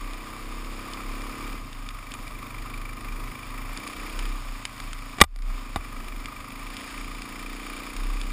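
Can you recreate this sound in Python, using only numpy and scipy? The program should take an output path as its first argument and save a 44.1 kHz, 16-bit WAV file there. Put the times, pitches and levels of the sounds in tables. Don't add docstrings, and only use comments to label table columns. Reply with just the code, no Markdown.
import sys
import numpy as np
from scipy import signal
from scipy.fft import rfft, irfft
from scipy.io import wavfile

SR = 44100
rng = np.random.default_rng(int(sys.argv[2]) if len(sys.argv) > 2 else 0)


def digitize_waveform(pressure):
    field = np.atleast_2d(pressure).T
    bounded = np.clip(field, -1, 1)
    quanta = np.round(bounded * 32767).astype(np.int16)
    wavfile.write(sys.argv[1], SR, quanta)


N = 366912
T = np.arange(N) / SR


def amp(db):
    return 10 ** (np.asarray(db) / 20)


def evened(x):
    return x / np.sqrt(np.mean(x ** 2) + 1e-20)


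def peaked(x):
    return x / abs(x).max()


def curve(rows):
    t_s, *columns = np.transpose(rows)
    return [np.interp(T, t_s, column) for column in columns]


def add(mix, t_s, sound):
    part = mix[round(t_s * SR):][:len(sound)]
    part += sound[:len(part)]


def wander(hz):
    points = rng.standard_normal(N // 40)
    return evened(np.interp(T * hz, np.arange(N // 40), points))


def colour(x, points, peaks=(), size=8192):
    bin_hz = np.fft.rfftfreq(size, 1 / SR)
    f_hz, point_db = np.transpose(points)
    gain_db = np.interp(np.log(bin_hz + 1), np.log(f_hz), point_db)
    for centre_hz, width_hz, rise_db in peaks:
        gain_db = gain_db + rise_db / (1 + (2 * (bin_hz - centre_hz) / width_hz) ** 2)
    cepstrum = irfft(np.log(amp(gain_db)))
    cepstrum[1:size // 2] *= 2
    cepstrum[size // 2 + 1:] = 0
    impulse = irfft(np.exp(rfft(cepstrum)))
    return signal.oaconvolve(x, impulse)[:len(x)]


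# f/Hz, level/dB
CASE_SPECTRUM = [(300, -9.5), (3600, 6), (4050, 0), (4800, 6), (5350, 4), (6000, -14), (6800, 4.5),
                 (7900, -4), (9600, -1.5), (11000, -6.5), (11500, -22.5), (12500, -32), (13300, -6.5),
                 (15400, -6.5)]
# f/Hz, width/Hz, rise/dB
CASE_RESONANCES = [(1210, 180, 4), (2330, 180, 4), (3650, 150, 3), (8350, 180, 6), (9670, 200, 8),
                   (10790, 170, 12), (13210, 160, 15), (14320, 220, 9)]


def through_case(x):
    return colour(x, CASE_SPECTRUM, CASE_RESONANCES)


def cased(x, points):
    return evened(through_case(colour(x, points)))


def gate(turns, at, width):
    return np.exp(-.5 * (((turns - at + .5) % 1 - .5) / width) ** 2)


def grains(per_s, spread_db):
    size = amp(spread_db * np.minimum(rng.exponential(1, N), 4))
    sign = rng.choice([-1, 1], N)
    return evened(size * sign * (rng.random(N) < per_s / SR))


# t/s, firings/Hz
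ENGINE_SPEED = [(0.0, 30.26), (0.15, 30.9), (0.7, 33.29), (0.87, 33.02), (1.5, 35.74), (1.64, 30.22),
                (1.87, 24.43), (2.15, 24.86), (2.75, 26.1), (3.0, 25.83), (3.68, 26.73), (3.88, 30.45),
                (4.15, 30.96), (4.38, 30.75), (4.53, 29.21), (4.88, 27.35), (5.13, 27.21), (6.0, 25.48),
                (6.38, 24.51), (6.5, 26.59), (6.9, 29.74), (7.2, 28.46), (7.65, 29.75), (8.32, 29.91)]


def firing_hz():
    return curve(ENGINE_SPEED)[0]


STEADY_RAGGED, UPSET_HZ_PER_S = 0.026, 32


def ragged():
    change_hz_per_s = abs(np.gradient(firing_hz())) * SR
    return np.minimum(STEADY_RAGGED + (change_hz_per_s / UPSET_HZ_PER_S) ** 2, 1)


def strokes(turns, at, jitter_s):
    spread_db = 2.5
    index = np.flatnonzero(np.diff(np.floor(turns - at)))
    late, size = rng.standard_normal((len(index), 2)).T * ragged()[index]
    place = index + (late * jitter_s * SR).astype(int)
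    pulses = np.zeros(N)
    pulses[np.clip(place, 0, N - 1)] = amp(spread_db * size)
    return pulses


# f/Hz, level/dB
THUD_SPECTRUM = [(30, -48), (65, -11.5), (100, 10.5), (132, 12.5), (165, -19), (220, -13), (500, -65)]
# f/Hz, width/Hz, rise/dB
PIPE_RESONANCES = [(99, 45, 7), (226, 30, 4), (277, 79, 8.5)]
# f/Hz, level/dB
BARK_SPECTRUM = [(90, -34), (165, -21), (200, 8), (238, -1), (290, 8), (335, 7.5), (400, -3), (455, 3),
                 (540, -6), (700, -18.5), (1000, -19), (1500, -48)]
BARK_DB = -46


def exhaust(turns, throttle, thud_db):
    blow = strokes(turns, at=.94, jitter_s=0.002)
    thud = amp(thud_db - 3.0) * evened(colour(blow, THUD_SPECTRUM, PIPE_RESONANCES))
    bark = amp(BARK_DB) * throttle * evened(colour(blow, BARK_SPECTRUM))
    return thud + bark


# f/Hz, level/dB
INTAKE_SPECTRUM = [(150, -30), (198, -2.5), (240, 4), (272, 7), (310, -5), (360, -17.5), (450, -9),
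                   (540, -21), (700, -26), (1500, -55)]
GROWL_DB, SHUT_DROP_DB, BITE = -48, 6, .15
THROB_CYCLES, THROB_PEAK, THROB_DB = 7.365, .15, 4


def airbox(turns, throttle):
    suck = strokes(turns, at=.49, jitter_s=.002)
    throb = np.cos(2 * np.pi * (turns / THROB_CYCLES - THROB_PEAK))
    throb_db = THROB_DB * (1 - throttle) * throb
    level_db = GROWL_DB - SHUT_DROP_DB * np.exp(-throttle / BITE) + throb_db
    return amp(level_db) * evened(colour(suck, INTAKE_SPECTRUM, [(275, 40, 2.4)]))


# f/Hz, level/dB
CLATTER_SPECTRUM = [(150, -25.5), (400, -22), (550, -4.5), (800, -6.5), (890, -11), (1000, 0), (1230, -1),
                    (1400, -11), (1650, -16), (2100, -12), (2450, -14.5), (3000, -28), (6000, -29),
                    (15000, -20)]


def clatter(turns, level_db):
    load = 1 + 0.77 * gate(turns, at=0.33, width=0.09) + 0.27 * gate(turns, at=0.83, width=0.047)
    taps = grains(per_s=5000, spread_db=1.5) * load * amp(1.0 * wander(hz=25.13))
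    return amp(level_db + 1.0) * cased(taps, CLATTER_SPECTRUM)


# f/Hz, level/dB
BUZZ_SPECTRUM = [(400, -6), (900, -18), (1220, 4.5), (1500, -21.5), (1850, -5), (2100, -3), (2200, -15),
                 (2340, 2), (2800, -15), (4500, -19), (8300, -21), (9700, -11.5), (11500, -26.5),
                 (14400, -12)]


def buzz(turns, level_db, rise_s=0.0015, hold_s=0.0056, decay_s=.0045):
    since_s = (turns - .255) % 1 / firing_hz()
    burst = (1 - np.exp(-since_s / rise_s)) * np.exp(-np.maximum(since_s - hold_s, 0) / decay_s)
    chatter = rng.standard_normal(N) * burst * amp(.6 * wander(hz=22))
    return amp(level_db + 1.5) * cased(chatter, BUZZ_SPECTRUM)


# f/Hz, level/dB
HISS_SPECTRUM = [(200, -6), (700, 7.5), (1500, 3.5), (2600, -1), (3500, -5.5), (5000, -5), (9000, -6),
                 (15000, -17.5)]


def tyres(turns, level_db):
    spray = grains(per_s=6000, spread_db=3.0) * amp(0.58 * wander(hz=30.44))
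    valves = 0.8 * rng.standard_normal(N) * gate(turns, at=0.682, width=0.02)
    return amp(level_db + 2.5) * cased(spray + valves, HISS_SPECTRUM)


# f/Hz, level/dB
WIND_SPECTRUM = [(10, -24.5), (25, 1), (48, -4.5), (80, -9.5), (150, -15), (280, -15), (420, -22),
                 (1000, -41)]
# t/s, length/s, level/dB
BOOM_JOLTS = [(0.0, 0.04, -29.5), (0.41, 0.065, -40), (0.68, .13, -43), (0.987, 0.084, -34),
              (1.422, .1, -35.5), (2.55, 0.42, -34.5), (3.103, 0.16, -41), (4.132, 0.15, -31),
              (4.45, 0.058, -34), (4.794, 0.047, -37.5), (5.22, 0.12, -16.5), (5.677, 0.54, -35.5),
              (7.94, 0.2, -27.5)]
BOOM_HZ, BOOM_WAVER_HZ = 32.2, 0.705
BOOM_REST_DB, BOOM_RISE_S, BOOM_FALL_DB_PER_S = -43, 0.03, 55


def helmet():
    swell = amp(BOOM_REST_DB) * (wander(hz=10) + 1j * wander(hz=7.2))
    for t_s, length_s, level_db in BOOM_JOLTS:
        since_s = np.maximum(T - t_s, 0)
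        fall_db = BOOM_FALL_DB_PER_S * np.maximum(since_s - length_s, 0)
        swell = swell + (1 - np.exp(-since_s / BOOM_RISE_S)) * amp(level_db - fall_db)
    pitch_hz = BOOM_HZ + BOOM_WAVER_HZ * wander(hz=6)
    carrier = np.exp(2j * np.pi * np.cumsum(pitch_hz) / SR)
    boom = np.sqrt(2) * (swell * carrier).real
    air = evened(colour(rng.standard_normal(N), WIND_SPECTRUM)) * amp(2.3 * wander(hz=5.8))
    return boom + amp(-48) * air


def contact(decay_s, strike=3, size=4096):
    scrape = rng.standard_normal(size) * np.exp(-np.arange(size) / SR / decay_s)
    scrape[0] += strike
    return scrape


SMALL_TICK_DB, SMALL_TICK_SPREAD_DB, SMALL_TICK_HZ = -33, 2, 2350


def small_ticks(count):
    rows = []
    for _ in range(count):
        t_s = rng.uniform(0, T[-1])
        peak_db = SMALL_TICK_DB + SMALL_TICK_SPREAD_DB * rng.standard_normal()
        pitch_hz = SMALL_TICK_HZ * np.exp(.1 * rng.standard_normal())
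        rows.append((t_s, peak_db, pitch_hz))
    return rows


# f/Hz, level/dB
CRACK_SPECTRUM = [(200, 6.5), (1200, 9.5), (2200, 6.5), (3500, 7.5), (5500, 7), (9000, 8.5), (15000, -11)]
# t/s, peak level/dB before trim, f/Hz
LARGE_TICKS = [(0.9353, -25.5, 2500), (1.219, -30, 1890), (1.478, -31, 2090), (1.73, -31.5, 2520),
               (1.889, -27.5, 2690), (2.1185, -29, 3250), (2.139, -25, 2380), (3.7736, -26, 1850),
               (3.8758, -23.5, 2000), (4.191, -23, 2340), (4.2543, -25, 2450), (4.6526, -18, 2420),
               (4.8016, -28.5, 1910), (4.9316, -24, 1960), (6.084, -31.5, 2450), (6.2577, -22.5, 2320),
               (6.768, -24.5, 3790), (7.2203, -27.5, 2550), (7.9656, -29, 2400), (8.2142, -27, 2630)]
TICK_TRIM_DB = 2.5


def ticks():
    out = np.zeros(N)
    for t_s, peak_db, pitch_hz in LARGE_TICKS + small_ticks(count=9):
        hit = colour(contact(decay_s=0.0024), CRACK_SPECTRUM, [(pitch_hz, 1400, 8)])
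        add(out, t_s, amp(peak_db + TICK_TRIM_DB) * peaked(through_case(hit)))
    return out


def struck(hit, modes):
    t = T[:len(hit)]
    ring = sum(amp(db - 60 * t / t60_s) * np.sin(2 * np.pi * hz * t) for hz, db, t60_s in modes)
    return peaked(signal.fftconvolve(hit, ring)[:len(hit)])


# f/Hz, level/dB, t60/s
CASE_RING = [(70.4, -29.5, 0.19), (221, -20.5, 0.049), (560, -19.5, 0.016), (815, -2.5, 0.024),
             (1206, -0.5, 0.042), (1460, -1, 0.02), (1490, -19.5, 0.014), (2030, 1, 0.024),
             (2320, 0, 0.021), (2330, -2, 0.018), (2940, -4.5, 0.014), (3580, -12.5, 0.035),
             (8300, -4, 0.032), (10960, -3.5, 0.042), (13400, -7, 0.042)]
# f/Hz, level/dB, t60/s
SHELL_RING = [(72.4, 11.5, 0.16), (200, -20.5, 0.031), (465, -6, 0.054)]
# t/s, peak level/dB without thump, contact
# decay/s, low-pass f/Hz, thump rel. level/dB
CASE_KNOCKS = [(5.185, -21, 0.0055, 1500, -30), (5.2039, -10, 0.014, 3000, -32.5),
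               (5.2137, 14, 0.0033, 3920, -36.5), (5.2153, 23.5, 0.0017, 1610, -26.5),
               (5.2387, 9, 0.0033, 5830, -45), (5.2418, 5.5, 0.002, 5130, -33),
               (5.3614, -12, 0.00069, 8900, -34), (5.3893, -19.5, 0.0011, 9100, -35),
               (5.7601, -12.5, 0.0032, 805, -14.5)]


def knocks():
    out = np.zeros(N)
    for t_s, peak_db, decay_s, bright_hz, shell_db in CASE_KNOCKS:
        hit = contact(decay_s, strike=7.3)
        knock = struck(hit, CASE_RING) + 1.58 * peaked(cased(hit, CRACK_SPECTRUM))
        pole = np.exp(-2 * np.pi * bright_hz / SR)
        knock = peaked(signal.lfilter([1], [1, -pole], knock))
        thump = amp(shell_db) * struck(signal.unit_impulse(len(hit)), SHELL_RING)
        add(out, t_s, amp(peak_db) * (knock + thump))
    return out


# t/s, throttle/0-1, thud level/dB, clatter level/dB,
# hiss level/dB, buzz level/dB
RIDE_COURSE = [(0.0, 0.6, -50, -44.5, -50.5, -52.5), (0.6, 0.85, -50, -44.5, -48.5, -58),
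               (1.48, 1, -48.5, -42.5, -48, -48.5), (1.66, 0.3, -46, -48.5, -52, -62),
               (1.9, 0, -51.5, -48, -53, -50), (2.2, .25, -47, -44.5, -53, -51.5),
               (2.75, 0.54, -45, -46.5, -52.5, -47), (3.68, 0.44, -46, -43.5, -51, -49.5),
               (3.87, .8, -58, -43.5, -47, -47), (4.26, 0.84, -59, -44.5, -46, -45.5),
               (4.42, 0.1, -48, -45.5, -49, -58.5), (4.95, 0.07, -48, -48.5, -50, -50.5),
               (5.5, .2, -49, -47, -50.5, -59.5), (6.1, 0.32, -51.5, -47, -52.5, -49),
               (6.5, 0.33, -48, -46.5, -51.5, -49.5), (6.85, 0.5, -53, -48.5, -45, -46.5),
               (7.15, 0.6, -48, -48.5, -48.5, -47), (7.7, 0.9, -59, -47, -46, -45),
               (8.32, 0.64, -53, -48.5, -47.5, -48)]


def scene():
    turns = np.cumsum(firing_hz()) / SR
    throttle, thud_db, clatter_db, hiss_db, buzz_db = curve(RIDE_COURSE)
    throttle = np.clip(throttle, 0, 1)
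    engine = exhaust(turns, throttle, thud_db) + airbox(turns, throttle)
    engine = engine + clatter(turns, clatter_db) + buzz(turns, buzz_db)
    return (engine + tyres(turns, hiss_db) + helmet() + ticks() + knocks())[None]


EDGE_HZ = 15400


def record(dry, threshold_db=-5, recover_db_per_s=110, attack_s=0.021):
    over_db = np.maximum(20 * np.log10(abs(dry[0]) + 1e-9) - threshold_db, 0)
    fall_db = T * recover_db_per_s
    held_db = np.maximum.accumulate(over_db + fall_db) - fall_db
    lag = np.exp(-1 / (attack_s * SR))
    duck_db = signal.lfilter([1 - lag], [1, -lag], held_db)
    clipped = np.clip(dry / amp(duck_db), -.88, .88)
    low_pass = signal.firwin(401, EDGE_HZ, window=("kaiser", 8), fs=SR)
    return signal.oaconvolve(clipped, low_pass[None], "same")


dry = scene()
out = record(dry)
digitize_waveform(out)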